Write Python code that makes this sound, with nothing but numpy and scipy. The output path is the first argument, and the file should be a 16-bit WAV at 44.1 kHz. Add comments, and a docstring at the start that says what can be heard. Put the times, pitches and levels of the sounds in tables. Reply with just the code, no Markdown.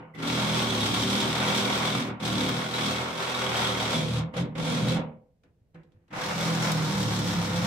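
"""Bare room: a reciprocating saw cuts inside a wooden cabinet in bursts, a few metres away.
Each stroke shakes the panels (tones on multiples of the stroke rate, plus rumble) and drags the teeth
through wood (noise throbbing once a stroke: rasp from the panels, sizzle and pings from the blade).
Trigger pulls bring motor whine and a jolt; snags ring the blade. In the long pause the tool is
shifted: it knocks the cabinet (decaying modes) and scrapes over wood (noise)."""
import sys
import numpy as np
from scipy import signal
from scipy.fft import rfft, irfft, next_fast_len
from scipy.io import wavfile
from scipy.ndimage import uniform_filter1d

SR = 44100
rng = np.random.default_rng(int(sys.argv[2]) if len(sys.argv) > 2 else 0)


def bounce(signal):
    """Save signal as a 16-bit WAV file at the path given by the first command-line argument."""
    frames = np.transpose(np.atleast_2d(signal))
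    limited = np.clip(frames, -1, 1)
    pcm = np.round(limited * 32767).astype(np.int16)
    wavfile.write(sys.argv[1], SR, pcm)


N = 338095
T = np.arange(N) / SR


def undb(db):
    """Amplitude gain of a level in dB."""
    return 10 ** (np.asarray(db) / 20)


def level(x, db):
    """Scale to an rms level in dB."""
    return x * undb(db) / np.sqrt(np.mean(x ** 2))


def along(table, hz):
    """Interpolate (f/Hz, value) rows on a log frequency axis."""
    f, value = np.array(table).T
    return np.interp(np.log(hz + 1), np.log(f + 1), value)


def curves(tables):
    """Join tables that start with t/s; return the other columns at every sample."""
    s, *columns = np.concatenate(tables).T
    return [np.interp(T, s, c) for c in columns]


def colour(x, shape, peaks=(), between_db=0.):
    """Minimum-phase filter: spectrum shape times a floor plus resonance peaks."""
    size = 8192
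    hz = np.arange(size // 2 + 1) * SR / size
    resonances = sum(undb(db) / np.hypot(1, 2 * (hz - f) / w) for f, w, db in peaks)
    gain = undb(along(shape, hz)) * (undb(between_db) + resonances)
    cepstrum = irfft(np.log(gain))
    cepstrum[1:size // 2] *= 2  # fold to causal
    cepstrum[size // 2 + 1:] = 0
    impulse = irfft(np.exp(rfft(cepstrum)))
    return signal.oaconvolve(x, impulse[None], axes=1)[:, :N]


# left-right likeness of noise: f/Hz, correlation
LIKENESS = [(60, 0.99), (130, 0.89), (290, 0.79), (640, 0.58), (1400, 0.035), (3100, 0.13), (7000, 0.16),
            (15000, 0.089)]


def pair(size=N):
    """Two-channel noise: alike in the bass, nearly unrelated in the treble."""
    fast = next_fast_len(size)
    alike = np.clip(along(LIKENESS, np.arange(fast // 2 + 1) * SR / fast), -1, 1)
    mid, side = rfft(rng.standard_normal((2, fast)))
    mid = mid * np.sqrt((1 + alike) / 2)
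    side = side * np.sqrt((1 - alike) / 2)
    return irfft(np.array([mid + side, mid - side]), fast)[:, :size]


def walk(rate_hz):
    """Random values held 1 / rate_hz and smoothed twice."""
    hold = int(SR / rate_hz)
    steps = np.repeat(rng.standard_normal(N // hold + 1), hold)
    return uniform_filter1d(uniform_filter1d(steps, hold), hold)[:N]


def ring(s, db, hz, t60_s, push_s):
    """One decaying mode, struck at time s; push_s softens the onset."""
    t = np.arange(int(1.2 * t60_s * SR)) / SR
    out, at = np.zeros(N + len(t)), int(s * SR)
    decay = 1000 ** (-t / t60_s)
    onset = 1 - np.exp(-t / push_s)
    out[at:at + len(t)] = undb(db) * np.sin(2 * np.pi * hz * t) * decay * onset
    return out[:N]


def burst(s, db, fade_s):
    """Envelope of a sudden sound that dies away exponentially."""
    return undb(db) * np.exp(-np.clip(T - s, 0, None) / fade_s) * (T > s)


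def dulled(x, hz, top_db):
    """Change what lies above hz by a moving gain."""
    low = signal.sosfiltfilt(signal.butter(3, hz, fs=SR, output="sos"), x)
    return low + (x - low) * undb(top_db)


STAGE_ENDS_S = (3.9, 5.6)


def stages():
    """Shares over time: blade deep in the first board, breaking out of it, then in a new board."""
    first, second = (np.clip((T - s) / 0.064, 0, 1) for s in STAGE_ENDS_S)
    return 1 - first, first - second, second


BETWEEN_DB = (-3.5, -1, 1.5)  # floor between resonances, one a stage


def staged(source, shapes, peaks):
    """The same excitation takes each stage's colour in turn."""
    out = 0
    for share, shape, floor_db in zip(stages(), shapes, BETWEEN_DB):
        out = out + np.sqrt(share) * level(colour(source, shape, peaks, floor_db), 0)
    return out


# trigger pulls: start t/s, stroke step/s, time to full bite/s, release t/s,
# motor whine nominal level/dB, jolt nominal level/dB
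TRIGGER_PULLS = [(-1.0, .03, .1, -.085, -120, -120), (.147, .038, .16, 2.085, -49, -66),
                 (2.199, .026, .05, 4.19, -56, -44), (4.339, .026, .04, 4.42, -52, -40),
                 (4.553, .027, .04, 4.965, -58, -39), (6.106, .022, .22, 9.0, -70, -54)]
FIRST_BITE = .55  # share of a step taken at once
SILENT_DB = -120


def trigger(fall_db_s, bend=.85, linger_s=0.):
    """Layer level in dB: the bite grows stroke by stroke after each pull, then dies after release."""
    rise, fall = [], []
    for start, step_s, rise_s, stop, *_ in TRIGGER_PULLS:
        steps = (np.floor((T - start) / step_s) + FIRST_BITE) * (T > start)
        bite = uniform_filter1d(steps, size=300) * step_s / rise_s
        rise.append(bend * 20 * np.log10(np.clip(bite, 1e-9, 1)))
        fall.append(-fall_db_s * np.clip(T - stop - linger_s, 0, None))
    return np.clip(np.max(np.add(rise, fall), axis=0), SILENT_DB, 0)


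# panel take-up of upper multiples, one table a stage: f/Hz, level/dB
PANEL_TAKE_UP = [
    [(250, -8), (300, -12), (340, -19), (380, -13), (500, -28)],
    [(250, -14), (300, -22), (340, -26), (380, -26), (500, -28)],
    [(230, -19), (285, -21), (305, -11), (340, -24), (500, -27)],
]
# low multiples: multiple of stroke rate, level over the deepest tone's curve/dB
LOW_MULTIPLES = [(2, -15), (3, -1)]
MIDDLE_MULTIPLES, UPPER_MULTIPLES = (4, 5, 6), (7, 8, 9, 10, 12)
SPREAD_RAD = 1.15  # per multiple squared: higher multiples lag, spreading the push over the stroke
PANELS_LINGER_S, TONES_LINGER_S = .025, .2  # after release; middle tones ring on longest
BUZZ_FALL_DB_S = 190


def buzz(turns, rate, deep_db, middle_db, upper_db):
    """Like pushes each stroke make the panels hum on multiples of the stroke rate; each wavers alone."""
    on_db = trigger(BUZZ_FALL_DB_S, .8, PANELS_LINGER_S)
    ringing_db = trigger(BUZZ_FALL_DB_S, .15, TONES_LINGER_S)
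    lines = [(k, deep_db + db + on_db + 2.2 * walk(9)) for k, db in LOW_MULTIPLES]
    lines += [(k, db + ringing_db) for k, db in zip(MIDDLE_MULTIPLES, middle_db)]
    for k in UPPER_MULTIPLES:
        take_up_db = sum(share * along(shape, k * rate) for share, shape in zip(stages(), PANEL_TAKE_UP))
        lines.append((k, upper_db + on_db + take_up_db + 3.5 * walk(9)))
    out = 0
    for k, db in lines:
        # the wave reaches the two channels from a shifting side
        skew = 0.028 * k * walk(5.5) * np.array([[1], [-1]])
        lag = SPREAD_RAD * k * k + (.1 + .017 * k * k) * walk(20)
        out = out + undb(db + 1.5 * walk(25)) * np.sin(2 * np.pi * int(k) * turns + lag + skew)
    return np.sqrt(2) * out


def throb(turns, depth_db):
    """Teeth bite hardest as the pull begins, fade, brush again on the return; strokes vary."""
    phase, stroke = turns % 1, turns.astype(int)
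    bite = rng.standard_normal((stroke[-1] + 1, 2))[stroke]
    pull = np.exp(-phase / 0.57) * (1 + 0.28 * bite[:, 0])
    back = 0.14 * np.exp(-((phase + .5) % 1) / 0.067) * (1 + 1.3 * bite[:, 1])
    return undb(depth_db * uniform_filter1d(pull + back, size=300))


# cabinet panel resonances: f/Hz, width/Hz, level/dB
PANEL_MODES = [(299, 13, 2), (384, 14, 7), (513, 24, 8.5), (624, 14, 0), (770, 24, 6), (921, 20, 4),
               (1113, 24, 6), (1281, 14, -3), (1384, 16, 7), (1468, 16, 1), (2200, 60, 3)]
# panel rumble spectrum, one table a stage: f/Hz, relative level/dB per Hz
RUMBLE_SPECTRA = [
    [(15, -68), (25, -29), (75, -12), (114, 3), (243, 5.5), (330, -11.5), (372, -16.5), (600, -10.5),
     (780, -38), (1320, -120)],
    [(15, -83), (25, -29.5), (81, -8), (161, 0), (260, -6), (339, -17), (436, -29), (512, -17.5),
     (600, -21), (780, -52), (1320, -120)],
    [(15, -64), (25, -37), (60, -12), (167, 4), (253, -11), (297, -5.5), (436, -31), (505, -12), (600, -29),
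     (780, -67), (1320, -120)],
]
RUMBLE_DB, RUMBLE_FALL_DB_S = -7, 200  # level over the upper tones' curve


def rumble(turns, upper_db):
    """Stroke-throbbing noise through the three lowest panel resonances."""
    shaking = staged(pair() * throb(turns, 6.7), RUMBLE_SPECTRA, PANEL_MODES[:3])
    return shaking * undb(upper_db + RUMBLE_DB + trigger(RUMBLE_FALL_DB_S, .8, PANELS_LINGER_S))


# rasp spectrum, one table a stage: f/Hz, relative level/dB per Hz
RASP_SPECTRA = [
    [(210, -31), (350, -9), (1220, -5.5), (1420, -7), (1610, -6.5), (3000, -8.5), (3900, -54.5),
     (6600, -120)],
    [(210, -29.5), (350, -18.5), (434, -9.5), (511, -6), (675, -10.5), (3000, -15), (3900, -44),
     (6600, -120)],
    [(210, -16.5), (350, -16), (506, -4.5), (579, -5), (899, -4), (1900, -5), (3000, -9.5), (3900, -46),
     (6600, -120)],
]
RASP_DB, RASP_FALL_DB_S = .3, 165  # level over the cut's curve


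def rasp(turns, fibres, quiet_db, cut_db):
    """Teeth tearing wood: grainy, throbbing noise through the panel resonances."""
    tearing = staged(pair() * throb(turns, 5.6) * fibres, RASP_SPECTRA, PANEL_MODES)
    tearing = dulled(tearing, 1300, 0.25 * quiet_db)
    return tearing * undb(cut_db + RASP_DB + trigger(RASP_FALL_DB_S, .6, PANELS_LINGER_S))


# blade ping spectrum: f/Hz, relative level/dB per Hz
PING_SPECTRUM = [(1500, -39), (2900, -8.5), (3300, -0.5), (3800, 0), (4500, -16), (9000, -40)]
PING_DB = (-7, -12, -14)  # over the sizzle, one a stage


def ping(turns):
    """The steel pings as each pull begins, harder or softer stroke by stroke."""
    hard = undb(2.5 * rng.standard_normal(int(turns[-1]) + 1))[turns.astype(int)]
    strokes = uniform_filter1d(hard * np.exp(-(turns % 1) / .12), size=220)
    return level(colour(pair() * strokes, PING_SPECTRUM), 0) * undb(np.dot(PING_DB, stages()))


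# blade steel resonances: f/Hz, width/Hz, level/dB
BLADE_MODES = [(3195, 50, -1), (3299, 50, -1), (3455, 130, -4.5), (3790, 150, -11), (5545, 200, -19.5)]
# sizzle spectrum, one table a stage: f/Hz, relative level/dB per Hz
SIZZLE_SPECTRA = [
    [(1350, -34), (2300, -8), (2850, -10), (3430, -6.5), (5000, -9.5), (5680, -9.5), (7220, -15.5),
     (8010, -13), (10700, -22.5), (15600, -27.5)],
    [(1350, -22), (2300, -2), (2850, -5.5), (3460, -1), (4260, -3.5), (6400, -8), (9550, -13.5),
     (10700, -20.5), (13000, -23), (15600, -26)],
    [(1350, -29), (2300, -11), (3810, -1), (4960, -4), (5370, -1), (6510, -6), (8820, -10.5),
     (10700, -17.5), (12200, -17.5), (15600, -21)],
]
SIZZLE_DB, SIZZLE_FALL_DB_S = 1.9, 350  # level over the sizzle curve


def sizzle(turns, fibres, quiet_db, cut_db):
    """Grainy, throbbing noise through the blade's resonances, with pings."""
    steel = staged(pair() * throb(turns, 5.8) * fibres, SIZZLE_SPECTRA, BLADE_MODES) + ping(turns)
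    steel = dulled(dulled(steel, 4500, .55 * quiet_db), 10000, .6 * quiet_db)
    return steel * undb(cut_db + SIZZLE_DB + .6 * walk(7) + trigger(SIZZLE_FALL_DB_S, 1.05))


# motor pick-up spectrum: f/Hz, relative level/dB per Hz
WHINE_SPECTRUM = [(1700, -40), (1980, 0), (2060, -1), (2400, -40)]
WHINE_FADE_S, WHINE_LEAD_S = .07, .012  # heard just before the blade moves


def whine():
    """Narrow-band noise of the motor picking up, dying away after each pull."""
    swell = sum(burst(start - WHINE_LEAD_S, db, WHINE_FADE_S) for start, *_, db, _ in TRIGGER_PULLS)
    swell = uniform_filter1d(swell, size=500, origin=249)  # averages the past only
    return level(colour(pair(), WHINE_SPECTRUM), 0) * swell


# gear jolt spectrum: f/Hz, relative level/dB per Hz
JOLT_SPECTRUM = [(100, -2), (200, 3), (600, -6), (3200, -10), (4200, -22), (12000, -45)]
JOLT_FADE_S = .035


def jolt():
    """Gears take up their play at each pull: a short noise burst."""
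    hit = sum(burst(start, db, JOLT_FADE_S) for start, *_, db in TRIGGER_PULLS)
    return level(colour(pair(), JOLT_SPECTRUM), 0) * uniform_filter1d(hit, size=150)


# cut, one table a burst: t/s, rasp level/dB, sizzle over rasp/dB, deepest panel tone level/dB,
# upper panel tones level/dB (nominal)
CUT_LEVELS = [
    [(0.0, -34, -3, -41, -31), (0.12, -28, -6, -41, -33), (0.15, -39, -4, -41, -33),
     (0.2, -35, -5, -41, -30), (0.29, -32, -2, -41, -32), (0.348, -33, -4, -36, -31),
     (0.738, -32, -2, -34, -32), (0.908, -34, -1, -37, -30), (1.146, -32, -1, -34, -31),
     (1.192, -32, -2, -39, -30), (1.41, -33, -6, -33, -34), (1.56, -31, -2, -41, -30),
     (1.814, -31, -5, -38, -35), (1.99, -34, -4, -38, -30), (2.024, -37, -6, -54, -31),
     (2.08, -38, -11, -42, -33)],
    [(2.26, -33, -3, -35, -32), (2.52, -35, -4, -39, -29), (2.696, -38, -4, -49, -38),
     (2.754, -31, -4, -41, -38), (2.854, -33, -3, -36, -32), (3.03, -33, -7, -36, -39),
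     (3.152, -37, -6, -47, -40), (3.216, -33, -8, -43, -44), (3.562, -31, -4, -39, -36),
     (3.892, -32, -6, -37, -37), (3.972, -35, -3, -48, -28), (4.126, -39, -3, -30, -31),
     (4.17, -39, -1, -31, -30)],
    [(4.36, -37, -9, -37, -34), (4.372, -32, -9, -35, -34), (4.396, -33, -8, -37, -31),
     (4.404, -37, -6, -40, -28), (4.43, -43, -4, -49, -28)],
    [(4.6, -36, -7, -45, -29), (4.618, -41, -2, -52, -26), (4.676, -33, -6, -41, -32),
     (4.788, -37, -4, -46, -28), (4.898, -33, -4, -31, -25), (4.96, -35, -8, -49, -26)],
    [(6.108, -42, -4, -44, -28), (6.124, -35, -6, -44, -24), (6.135, -30, -4, -44, -27),
     (6.26, -30, -7, -48, -32), (6.33, -33, -7, -49, -33), (6.348, -33, -6, -41, -34),
     (6.606, -34, -5, -45, -28), (6.666, -33, -5, -50, -29), (6.992, -35, -3, -35, -29),
     (7.174, -37, -3, -38, -29), (7.366, -37, -4, -35, -29), (7.66, -34, -6, -39, -29)],
]
# blade speed and panel tones, in consecutive tables: t/s, stroke rate/Hz,
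# level/dB of the tones on 4, 5 and 6 times that rate (nominal)
BLADE_SPEED = [
    [(0.14, 40.1, -54, -62, -65), (0.168, 40.2, -47, -50, -75), (0.226, 39.9, -39, -42, -40),
     (0.352, 40.9, -40, -38, -38), (0.55, 40.8, -34, -36, -43), (0.814, 36.1, -52, -39, -38),
     (0.94, 36.5, -40, -42, -40), (1.15, 39.4, -45, -33, -35)],
    [(1.17, 39.6, -49, -31, -36), (1.32, 40.0, -35, -44, -41), (1.374, 41.1, -46, -38, -38),
     (1.488, 40.4, -34, -36, -42), (1.612, 39.5, -50, -33, -39), (1.88, 40.6, -38, -39, -47),
     (2.024, 39.8, -38, -39, -33), (2.19, 38.2, -56, -50, -54)],
    [(2.21, 41.2, -48, -43, -50), (2.222, 41.8, -38, -39, -41), (2.432, 35.7, -47, -35, -41),
     (2.568, 40.5, -35, -43, -37), (2.728, 41.8, -48, -47, -49), (2.862, 39.4, -39, -37, -39),
     (3.03, 41.6, -52, -46, -46), (3.2, 41.5, -42, -55, -53)],
    [(3.22, 43.1, -51, -51, -58), (3.39, 40.8, -50, -48, -41), (3.458, 40.2, -47, -44, -53),
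     (3.616, 38.6, -50, -40, -40), (3.638, 38.5, -41, -38, -47), (3.78, 38.5, -49, -42, -53),
     (3.88, 37.9, -46, -43, -39), (3.9, 38.9, -46, -45, -59)],
    [(3.92, 39.5, -43, -42, -41), (3.978, 40.2, -30, -52, -33), (4.044, 38.1, -31, -35, -52),
     (4.11, 39.8, -36, -46, -40), (4.148, 40.6, -36, -35, -48), (4.194, 37.9, -30, -44, -46),
     (4.264, 41.0, -32, -46, -57), (4.32, 42.7, -55, -54, -58)],
    [(4.34, 42.5, -51, -49, -64), (4.398, 43.2, -27, -46, -47), (4.51, 38.9, -45, -47, -53),
     (4.596, 40.6, -29, -53, -48), (4.736, 40.5, -37, -51, -33), (4.822, 39.9, -30, -31, -41),
     (4.96, 41.8, -28, -39, -39), (5.2, 36.8, -56, -62, -58)],
    [(6.1, 37.8, -72, -57, -62), (6.128, 38.5, -48, -44, -54), (6.232, 40.7, -48, -50, -51),
     (6.304, 42.0, -39, -43, -58), (6.486, 41.4, -31, -36, -65), (6.512, 41.3, -30, -36, -49),
     (6.87, 39.2, -31, -38, -48), (6.9, 39.1, -36, -32, -49)],
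    [(6.92, 39.0, -37, -34, -45), (6.974, 38.6, -45, -28, -52), (7.042, 37.7, -32, -36, -42),
     (7.374, 34.9, -45, -30, -38), (7.412, 34.7, -39, -30, -49), (7.45, 33.9, -43, -37, -36),
     (7.594, 35.2, -47, -28, -49), (7.66, 35.7, -36, -34, -32)],
]


def saw():
    """Blade speed sags under pressure; strokes drive the cutting noise and, apart, the panel buzz."""
    rate, *middle_db = curves(BLADE_SPEED)
    rate = uniform_filter1d(rate, size=1200)  # the motor's mass smooths its speed
    rasp_db, sizzle_db, deep_db, upper_db = curves(CUT_LEVELS)
    turns = np.cumsum(rate) / SR
    fibres = undb(1.4 * walk(900))  # wood tears in grains about a millisecond long
    uneven_db = 1.3 * walk(18)  # uneven pressure on the blade
    quiet_db = trigger(SIZZLE_FALL_DB_S, .15)  # high tones die first; a restart is bright at once
    cut_db = rasp_db + uneven_db
    cut = rasp(turns, fibres, quiet_db, cut_db)
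    cut = cut + sizzle(turns, fibres, quiet_db, cut_db + sizzle_db)
    cut = cut + rumble(turns, upper_db) + whine() + jolt()
    return cut, buzz(turns, rate, deep_db, middle_db, upper_db)


# air spectrum: f/Hz, relative level/dB per Hz
AIR_SPECTRUM = [(15, -35.5), (25, -6.5), (96, -1), (170, -5), (359, -23), (422, -13), (553, -17.5),
                (1080, -34.5), (1420, -34), (15600, -48)]
AIR_DB = -68


def air():
    """Faint steady noise of the air."""
    return level(colour(pair(), AIR_SPECTRUM), AIR_DB)


# teeth snags: t/s, nominal level/dB, ring f/Hz, crack over ring level/dB
BLADE_SNAGS = [(0.535, -20, 3150, -22), (0.706, -18, 3400, -22), (0.815, -16.5, 3760, -20.5),
               (1.0335, -17, 3190, -19.5), (1.164, -21, 3190, -18.5), (1.2413, -20, 3200, -20),
               (1.288, -26, 3720, -19), (1.485, -16, 3310, -19), (1.6092, -21.5, 3470, -23),
               (2.23, -29, 3290, -15), (2.4877, -20, 3310, -10), (2.74, -16.5, 3910, -21),
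               (2.8563, -31.5, 3180, -21), (3.3493, -20, 3850, -18.5), (3.4645, -20, 3190, -20.5),
               (3.556, -19, 3180, -24), (3.6515, -14.5, 3320, -26), (3.9489, -18, 3440, -27),
               (4.8854, -19.5, 3940, -13), (4.9087, -28, 3470, -19.5), (6.4104, -20, 3400, -13),
               (6.7184, -27, 3880, 3)]
# snag crack spectrum: f/Hz, relative level/dB per Hz
CRACK_SPECTRUM = [(2000, -20), (5000, 3), (8000, -0.5), (12300, -6.5), (16000, -7)]


def snags():
    """Teeth snag: a short ring of the blade with a noise crack."""
    rings = sum(ring(s, db - 2.5, hz, .02, 0.00034) for s, db, hz, _ in BLADE_SNAGS)
    crack = sum(burst(s, db + crack_db - 3.5, .005) for s, db, _, crack_db in BLADE_SNAGS)
    return rings + level(colour(pair(), CRACK_SPECTRUM), 0) * crack


# idle tool sliding over wood: t/s, scrape level/dB
SCRAPE_LEVEL = [(5.43, -94), (5.437, -65), (5.502, -77), (5.51, -93), (5.732, -93), (5.75, -54.5),
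                (5.856, -71.5), (5.87, -80), (5.96, -76), (6.077, -84), (6.082, -66), (6.1, -70)]


def scrape():
    """Metal slides over wood: noise with a gritty, fast-wavering level."""
    spectrum = [(100, -5), (300, 9.5), (700, 0.5), (1700, 0.5), (2800, -8), (4000, -27), (16000, -48.5)]
    grit = level(colour(pair() * undb(2.2 * walk(280)), spectrum), 0)
    return grit * undb(np.interp(T, *np.transpose(SCRAPE_LEVEL), left=-120, right=-120))


# tool knocks: t/s, thud nominal level/dB, tick over thud/dB, dull bump nominal level/dB
TOOL_KNOCKS = [(5.435, -55, -11, -70), (5.497, -62, -28, -51), (5.57, -66, -30, -53),
               (5.616, -66, -34, -47), (5.745, -39, -26, -60), (5.833, -52, -17, -62),
               (5.92, -56, -15, -60), (5.948, -56, -34, -43), (5.968, -63, -40, -43),
               (6.015, -60, -30, -55), (6.08, -63, -5, -70)]
# cabinet modes: f/Hz, level/dB, t60/s
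CABINET_MODES = [(118, -13, .15), (164.5, 0.5, .25), (205, -4, .12), (275, -4, .1), (344, -7, 0.14),
                 (500, -5, 0.14), (770, -15, .1)]


def knocks():
    """The idle tool's soft knocks ring the cabinet's modes in new shares, each with a noise tick."""
    shares = rng.standard_normal((len(TOOL_KNOCKS), len(CABINET_MODES)))
    thud = 0
    for (s, db, *_), share in zip(TOOL_KNOCKS, shares):
        for (f, mode_db, t60_s), vary in zip(CABINET_MODES, share):
            thud = thud + ring(s, db + mode_db - 2.5 + 2.2 * vary, f, t60_s, 0.0075)
    tick = sum(burst(s, db + tick_db - 1.5, 0.0092) for s, db, tick_db, _ in TOOL_KNOCKS)
    spectrum = [(1000, -20.5), (2500, -2), (3900, -2), (5000, -9), (8000, -14), (16000, -30)]
    return thud + tick * level(colour(pair(), spectrum), 0)


BUMP_HZ, BUMP_T60_S = 105, .05


def bumps():
    """The whole carcass gives way briefly under each knock: a dull bump through the floor, no echo."""
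    return sum(ring(s, db, BUMP_HZ, BUMP_T60_S, .003) for s, *_, db in TOOL_KNOCKS)


# echo octave bands: f/Hz, t60/s
ROOM_DECAY = [(90, 0.54), (180, 0.45), (360, 0.48), (720, 0.45), (1440, 0.27), (2880, 0.24), (5760, .14),
              (11500, 0.056)]


def room(x, wet_db=-3.5):
    """Bare walls: octave bands of noise echo, each dying at its own rate."""
    size = int(.7 * SR)
    t, noise, echo = np.arange(size) / SR, pair(size=size), 0
    for hz, t60_s in ROOM_DECAY:
        edges = [hz / np.sqrt(2), min(hz * np.sqrt(2), .45 * SR)]
        band = signal.sosfilt(signal.butter(4, edges, "band", fs=SR, output="sos"), noise)
        echo = echo + band * 1000 ** (-t / t60_s) / np.sqrt(t60_s * SR / (2 * np.log(1000)))
    echo = echo * np.clip(t / 0.0096, 0, 1)  # builds up over 9.6 ms
    return x + undb(wet_db) * signal.oaconvolve(x.mean(axis=0)[None], echo, axes=1)[:, :N]


def scene():
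    """Cut, snags, knocks and scrape echo in the room; buzz, bumps and air are added without echo."""
    cut, hum = saw()
    return room(cut + snags() + knocks() + scrape()) + hum + bumps() + air()


# channel balance: f/Hz, left minus right level/dB
CHANNEL_BALANCE = [(60, 0.5), (110, -0.5), (200, -1.0), (380, 0), (700, -1), (1290, 0.5), (2380, -1.5),
                   (4400, 1.5), (8120, -1.5), (15000, -1.5)]
TOP_HZ = 15620


def record(dry):
    """The channels differ in colour, the left is two samples late; the top is cut."""
    half = np.array(CHANNEL_BALANCE) * [1, .5]
    left = colour(dry[:1], half)[0]
    right = colour(dry[1:], half * [1, -1])[0]
    left = np.r_[0, 0, left[:-2]]
    lowpass = signal.ellip(14, .2, 70, TOP_HZ, fs=SR, output="sos")
    return signal.sosfilt(lowpass, np.array([left, right]))


dry = scene()
out = record(dry)
bounce(out)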